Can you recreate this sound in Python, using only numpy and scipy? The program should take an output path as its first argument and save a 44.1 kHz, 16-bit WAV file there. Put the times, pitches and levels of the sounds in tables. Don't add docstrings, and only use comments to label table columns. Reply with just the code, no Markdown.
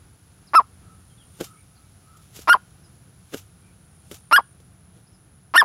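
import sys
import numpy as np
from scipy import signal
from scipy.fft import rfft, irfft, next_fast_len
from scipy.io import wavfile
from scipy.ndimage import map_coordinates

SR = 44100
rng = np.random.default_rng(int(sys.argv[2]) if len(sys.argv) > 2 else 0)


def generate_wav(sig):
    pcm = np.round(np.clip(np.atleast_2d(sig).T, -1, 1) * 32767).astype(np.int16)
    wavfile.write(sys.argv[1], SR, pcm)


N = 248763
TIME = np.arange(N) / SR

# start in seconds, opening creak in seconds, tone length in seconds,
# time to the crest of the pitch arch in seconds, crest pitch in Hz before any register break,
# time from crest to the zero of the parabola in seconds, time in the high register in seconds,
# source level of the tone in dB, overtones at the lock in dB, their fading in dB per second,
# beak opening from 0 to 1.
NOTES = [(.535, .0135, .0505, .0165, 1332, .066, 0, -3.5, -3, 30, 0.01),
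         (2.4745, .0155, 0.06, .025, 1431, .085, .0112, -3, 0.5, 280, 0.8),
         (4.3128, .012, 0.064, .032, 1457, .09, .0175, -3.5, 0.5, 91.5, .95),
         (5.539, .017, .069, .0325, 1583, .071, .0385, -3.5, 1.5, 20, 1)]


def amp(db):
    return 10 ** (np.asarray(db) / 20)


def unit(x):
    return x / np.sqrt(np.mean(x ** 2) + 1e-20)


def along(points, hz):
    f, v = np.transpose(points)
    return np.interp(np.log(hz + 1), np.log(f + 1), v)


def wobble(rate):
    return map_coordinates(rng.standard_normal(int(N * rate / SR) + 4), [TIME * rate])


def filtered(x, response):
    m = next_fast_len(N + SR // 2)
    return irfft(rfft(x, m) * response(np.fft.rfftfreq(m, 1 / SR)), m)[:N]


def noise(spectrum):
    return unit(filtered(rng.standard_normal(N), lambda hz: amp(along(spectrum, hz))))


def ring(spectrum, size=2048):
    cepstrum = irfft(np.log(amp(along(spectrum, np.fft.rfftfreq(size, 1 / SR)))))
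    cepstrum[1:size // 2] *= 2
    cepstrum[size // 2 + 1:] = 0
    return irfft(np.exp(rfft(cepstrum)))


def swell(s, db, rise, fall):
    return amp(db) * np.exp(-np.maximum((s - TIME) / rise, (TIME - s) / fall))


def air(bed_db=-52.5, hiss_db=-69, sway_db=-1.05, leaves_hz=2500):
    # frequency in Hz, level in dB.
    bed_spectrum = [(18, -49.5), (30, -19.5), (81, -0.5), (185, -6), (213, -14), (250, -16), (330, -18.5),
                    (415, -21.5), (600, -26), (705, -22.5), (996, -28), (1410, -24.5), (1900, -31),
                    (4890, -33.5), (7400, -33), (9620, -67.5), (16300, -120)]
    # frequency in Hz, level in dB.
    hiss_spectrum = [(7000, -20), (8000, -3.5), (8800, 5), (11500, 2.5), (12500, -1), (15500, -5.5)]
    # time in seconds, level in dB.
    breeze_course = [(0, -66.5), (2.4, -65), (5.64, -71)]
    s, db = np.transpose(breeze_course)
    breeze = amp(np.interp(TIME, s, db - np.median(db)))
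    bed = amp(bed_db) * noise(bed_spectrum)
    rumble = filtered(bed, lambda hz: 1 / (1 + (hz / leaves_hz) ** 2))
    leaves = bed - rumble + amp(hiss_db) * noise(hiss_spectrum)
    return rumble * amp(sway_db * wobble(4.9)) + breeze * leaves


def buzz(level_db=-64, rate_hz=149.5, depth=.55, drift=0.0067):
    # frequency in Hz, level in dB.
    rasp_spectrum = [(8800, -41.5), (9600, -12), (9950, -2), (10400, 0), (10750, -9.5), (11000, -19.5),
                     (12000, -40)]
    phase = 2 * np.pi * np.cumsum(rate_hz * (1 + drift * wobble(2))) / SR
    return amp(level_db) * unit(noise(rasp_spectrum) * (1 + depth * np.cos(phase)))


def far_birds(direct_db=-3, whistle_blur=0.041, chirp_blur=.024, flicker_db=1.7, echo_t60=0.18, echo_db=-6):
    chirps = list([(.465, 0.033, 5920, 3400, -52), (1.085, 0.056, 3330, 2980, -61.5),
                   (1.168, .075, 3650, 2830, -52), (1.75, 0.035, 5390, 3800, -57),
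                   (2.828, .048, 5700, 4600, -57.5), (5.06, .03, 4510, 5590, -59.5),
                   (5.11, .06, 5740, 4600, -63)])
    # start in seconds, length in seconds, top pitch in Hz,
    # level in dB before direct_db or echo_db.
    whistles = [(.801, 0.23, 1318, -58), (1.418, .19, 1300, -54), (1.524, .11, 2270, -62),
                (2.024, 0.2204, 1293, -54.5), (3.62, .11, 2370, -64)]
    sag = 0.017
    repeat_s, repeat_db = 0.27, -11.5
    stray_count, stray_s, stray_hz, stray_spread, stray_fall, stray_db = 6, .04, 4500, 0.25, .2, -71
    waver, flicker = wobble(370), wobble(90)

    def call(start, length, pitches, db, blur):
        note, on = np.zeros(N), (TIME > start) & (TIME < start + length)
        u = (TIME[on] - start) / length
        hz = np.polyval(np.polyfit([0, .5, 1], pitches, 2), u) * (1 + blur * waver[on])
        level = amp(db + flicker_db * flicker[on]) * np.sin(np.pi * u)
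        note[on] = level * np.sin(2 * np.pi * np.cumsum(hz) / SR)
        return note

    out = np.zeros(N)
    for s, length, hz, db in whistles:
        arch = hz * np.array([1 - sag, 1, 1 - sag])
        out += call(s, length, arch, db, whistle_blur)
        out += call(s + repeat_s, length, arch, db + repeat_db, whistle_blur)
    for when, pitch in rng.random((stray_count, 2)):
        hz = stray_hz * (1 + stray_spread * (2 * pitch - 1))
        chirps.append((when * N / SR, stray_s, hz, hz * (1 - stray_fall), stray_db))
    for s, length, first_hz, last_hz, db in chirps:
        out += call(s, length, [first_hz, (first_hz + last_hz) / 2, last_hz], db, chirp_blur)
    echo = rng.standard_normal(SR // 2) * amp(-60 * TIME[:SR // 2] / echo_t60)
    echoes = signal.fftconvolve(out, echo / np.linalg.norm(echo))[:N]
    return amp(direct_db) * out + amp(echo_db) * echoes


def creaks(scatter_db=1, unevenness=0.065, spray_db=-11.5, spray_growth=1.2, spray_fall=.002, muffle_db=-4):
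    # first and last slap level in dB, first and last
    # slap rate in Hz, ring pitch in Hz, spray in dB before spray_db and the muffling.
    opening_creak = (-14, -1.5, 284, 350, 1126.5, -5)
    shutting_creak = (-8.5, -26.5, 233, 189.5, 949.5, -15)
    # multiple of the ring pitch, level in dB.
    slap_spectrum = [(.11, -34), (.3, -18), (.55, -11.5), (.78, -3), (1, 5), (1.24, -2), (1.85, -15.5),
                     (2.6, -29), (4.7, -43), (7.5, -69)]
    # frequency in Hz, level in dB.
    spray_spectrum = [(900, -19.5), (1600, 0.5), (2400, 6.5), (3900, -11), (5000, -0.5), (6200, -23.5),
                      (8500, -22), (11300, -12.5), (13000, -20), (15500, -31)]
    overlap_s, shut_s = .004, .021
    body, sprays = np.zeros(N + SR), np.zeros(N + SR)
    for onset, opening, tone_s, *_, gape in NOTES:
        before = (onset, opening + overlap_s, opening_creak)
        after = (onset + opening + tone_s, shut_s, shutting_creak)
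        for start, length, creak in (before, after):
            first_db, last_db, first_hz, last_hz, ring_hz, bright_db = creak
            slap = ring([(ratio * ring_hz, db) for ratio, db in slap_spectrum])
            slap = slap / np.abs(slap).max()
            puff_db = bright_db + spray_db + muffle_db * (1 - gape)
            puff = amp(puff_db) * np.exp(-TIME[:len(slap)] / spray_fall)
            t = 0
            for size, delay in rng.standard_normal((12, 2)):
                if t < length:
                    level = np.interp(t, [0, length], [first_db, last_db]) + scatter_db * size
                    at = round((start + t) * SR)
                    body[at:][:len(slap)] += amp(level) * slap
                    sprays[at:][:len(slap)] += amp(spray_growth * level) * puff
                t += (1 + unevenness * delay) / np.interp(t, [0, length], [first_hz, last_hz])
    return body[:N] + noise(spray_spectrum) * sprays[:N]


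def tones(jitter=.04, shimmer=0.2, rasp_db=-22, rough_rasp_db=-7):
    # frequency in Hz, gain in dB.
    wide_throat = [(150, -33), (550, -20), (1100, -2.5), (1800, 0), (2250, -13), (2950, -13.5), (3500, -14),
                   (4300, -30), (5350, -14), (6150, -48.5), (8600, -30.5), (11700, -21.5), (12600, -39),
                   (15500, -56.5)]
    narrow_throat = [(150, -32), (500, -15), (1100, -1.5), (1500, -0.5), (2200, -16.5), (2800, -23.5),
                     (4000, -31.5), (5200, -15), (6100, -40.5), (8200, -56), (10600, -21), (11800, -50.5),
                     (14600, -36), (15800, -60.5)]
    lowest_hz = 1010.8
    attack_s, release_s, lock_db = 0.0093, .002, -10.5
    high_ratio, high_db, high_fade_db = 1.155, 1.5, 7
    low_ratio, low_db, low_s, low_overtone_db = 0.842, -1, .0095, -6.5
    full_hz, dull_db_per_hz, flare_db = 1300, 0.13, -1
    steady_rough, lock_rough, break_rough = .05, .9, .7
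    lock_settle_s, break_settle_s = .011, .007

    out, flutter, tremor = np.zeros(N + SR), wobble(900), wobble(600)
    rasp = rng.standard_normal(N)
    order = np.arange(2, 14)[:, None]
    grid = np.geomspace(100, SR / 2, 300)
    for start, opening, length, crest, top_hz, arch, high_s, level_db, overtone_db, fade_db_per_s, gape in NOTES:
        on = (TIME > start + opening) & (TIME < start + opening + length)
        t = TIME[on] - start - opening
        drop = length - low_s
        high = (t > drop - high_s) & (t <= drop)
        low = (t > drop) & (high_s > 0)
        since_break = t - drop + high_s * high

        parabola = 1 - ((t - crest) / arch) ** 2
        hz = np.maximum(top_hz * parabola * high_ratio ** high * low_ratio ** low, lowest_hz)
        db = level_db + lock_db * np.maximum(1 - t / attack_s, 0) + low_db * low
        db[high] += high_db - high_fade_db * since_break[high] / high_s
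        bright_db = np.select([high, low], [flare_db, low_overtone_db], overtone_db - fade_db_per_s * t)
        bright_db = bright_db - dull_db_per_hz * np.maximum(full_hz - hz, 0)
        rough = steady_rough + lock_rough * np.exp(-(t / lock_settle_s) ** 2)
        rough += break_rough * (high | low) * np.exp(-(since_break / break_settle_s) ** 2)

        phase = 2 * np.pi * np.cumsum(hz * (1 + jitter * rough * flutter[on])) / SR
        overtones = np.sum(np.cos(order * phase) * (order * hz < SR / 2), axis=0)
        leak = amp(rasp_db) + amp(rough_rasp_db) * rough
        breath = leak * rasp[on] * (1 + np.cos(phase))
        fade = np.clip(np.minimum(t, length - t) / release_s, 0, 1)
        level = fade * amp(db) * (1 + shimmer * rough * tremor[on])
        source = level * (np.cos(phase) + amp(bright_db) * overtones + amp(bright_db / 2) * breath)
        throat_db = gape * along(wide_throat, grid) + (1 - gape) * along(narrow_throat, grid)
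        sound = signal.fftconvolve(source, ring(np.transpose([grid, throat_db])))
        out[on.argmax():][:len(sound)] += sound
    return out[:N]


def voice(notch_hz=1527.7, notch_width_hz=190, notch_depth=0.71):
    def notch(f):
        band = 1j * f * notch_width_hz / (notch_hz ** 2 - f ** 2 + 1j * f * notch_width_hz)
        return 1 - notch_depth * band

    return filtered(tones() + creaks(), notch)


def trills(rate_hz=59, sweep_hz=750, peak_share=.35, width=0.9, duty=.7, flicker_db=1.0):
    # start in seconds, full level in dB.
    trill_starts = [(.69, -55), (3.59, -54.5)]
    length_s, rise_s, rise_db = 0.95, .62, 14
    first_hz, full_hz = 8920, 9370
    out, t = np.zeros(N + SR), TIME[TIME < length_s]
    effort = np.minimum(t / rise_s, 1)
    stroke = np.minimum(t * rate_hz % 1 / duty, 1)
    hz = first_hz + (full_hz - first_hz) * effort - sweep_hz * (stroke ** 2 - peak_share ** 2)
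    shape = np.sqrt(np.sin(np.pi * stroke)) / (1 + ((stroke - peak_share) / width) ** 2)
    wave = shape * np.sin(2 * np.pi * np.cumsum(hz) / SR)
    for start, db in trill_starts:
        out[round(start * SR):][:len(t)] += amp(db - rise_db * (1 - effort)) * wave
    return out[:N] * amp(flicker_db * wobble(20))


def feathers(grain_db=2.0, flutter_hz=165, unevenness=0.1639, softness=0.00039, rush_db=-17):
    # time in seconds, thump in dB, swish in dB, rise in seconds,
    # fall in seconds, delay of the slide back in seconds, slide in dB.
    flicks = [(1.410, -15.5, -36.5, .0045, .009, 0.031, -41), (2.172, -59, -56, .004, .01, .055, -60.5),
              (2.366, -44, -42.5, 0.012, .015, .055, -50.5), (2.391, -32.5, -47.5, .001, .004, .01, -54.5),
              (3.3441, -18, -38, 0.0076, 0.0072, .030, -41), (4.114, -29, -40, 0.0011, 0.014, .034, -46.5),
              (4.602, -45.5, -62, 0.0025, .008, .06, -67), (4.97, -49.5, -68.5, .03, .033, .03, -70.5)]
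    # frequency in Hz, level in dB.
    thump_spectrum = [(60, -26.5), (150, -11), (260, -1), (450, 0), (650, -12), (1000, -20.5), (1450, -14),
                      (3000, -43.5), (8000, -80)]
    # frequency in Hz, level in dB.
    vane_spectrum = [(410, -31.5), (700, -1.5), (1010, -8.5), (1290, -3), (1790, -9), (3180, -1),
                     (4520, -5), (7130, -0.5), (8120, -7.5), (12000, -4.5), (15800, -14.5)]
    # frequency in Hz, level in dB.
    rush_spectrum = [(400, -32), (900, -4.5), (1450, -0.5), (2100, -3.5), (3500, 0.5), (4600, -13),
                     (6500, -11.5), (12000, -27)]
    slide_rise_s, slide_fall_s = 0.0067, 0.019
    faint_db, faint_s = -18.5, .065
    pushes, gusts, sliding = np.zeros((3, N))
    beats = np.arange(-3, 6)
    for s, thump_db, swish_db, rise, fall, delay, slide_db in flicks:
        slip = unevenness * rng.standard_normal(len(beats)) * (beats != 0)
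        at = np.round((s + (beats + slip) / flutter_hz) * SR).astype(int)
        pushes[at] += swell(s, thump_db, rise, fall)[at]
        gusts += swell(s, thump_db + rush_db, rise, fall / 2)
        sliding += swell(s, swish_db, rise, fall)
        sliding += swell(s + delay, slide_db, slide_rise_s, slide_fall_s)
        sliding += swell(s, swish_db + faint_db, faint_s, faint_s)
    thud = ring(thump_spectrum)
    thud = thud * (1 - np.exp(-TIME[:len(thud)] / softness))
    puffs = signal.fftconvolve(pushes, thud / np.abs(thud).max())[:N]
    vanes = unit(noise(vane_spectrum) * amp(grain_db * wobble(700)))
    return puffs + gusts * noise(rush_spectrum) + sliding * vanes


def surroundings(x, near_t60=0.069, far_db=-37):
    # frequency in Hz, time to fall 60 dB in seconds.
    bank_decay = [(200, .12), (900, 0.14), (1450, 0.31), (2000, .2), (3000, .32), (5300, .28),
                  (14000, 0.09)]
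    # frequency in Hz, gain in dB.
    weed_spectrum = [(200, -29), (1400, -28), (2800, -18), (5000, -15.5), (11000, -13), (15000, -13.5)]
    hz, t, z = signal.stft(rng.standard_normal(SR // 2), SR, nperseg=256)
    tail = signal.istft(z * amp(-60 * t / along(bank_decay, hz)[:, None]), SR, nperseg=256)[1]
    scatter = rng.standard_normal(len(tail)) * amp(-60 * TIME[:len(tail)] / near_t60)
    near = signal.fftconvolve(scatter / np.linalg.norm(scatter), ring(weed_spectrum))[:len(tail)]
    return signal.fftconvolve(x, near + amp(far_db) * tail / np.linalg.norm(tail))[:N]


def scene():
    bird = voice() + feathers()
    return (bird + surroundings(bird) + far_birds() + trills() + buzz() + air())[None]


def record(dry, ceiling=.97, top_hz=15830):
    rounded = dry[0] / (1 + (dry[0] / ceiling) ** 12) ** (1 / 12)
    return filtered(rounded, lambda hz: hz < top_hz)[None]


dry = scene()
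out = record(dry)
generate_wav(out)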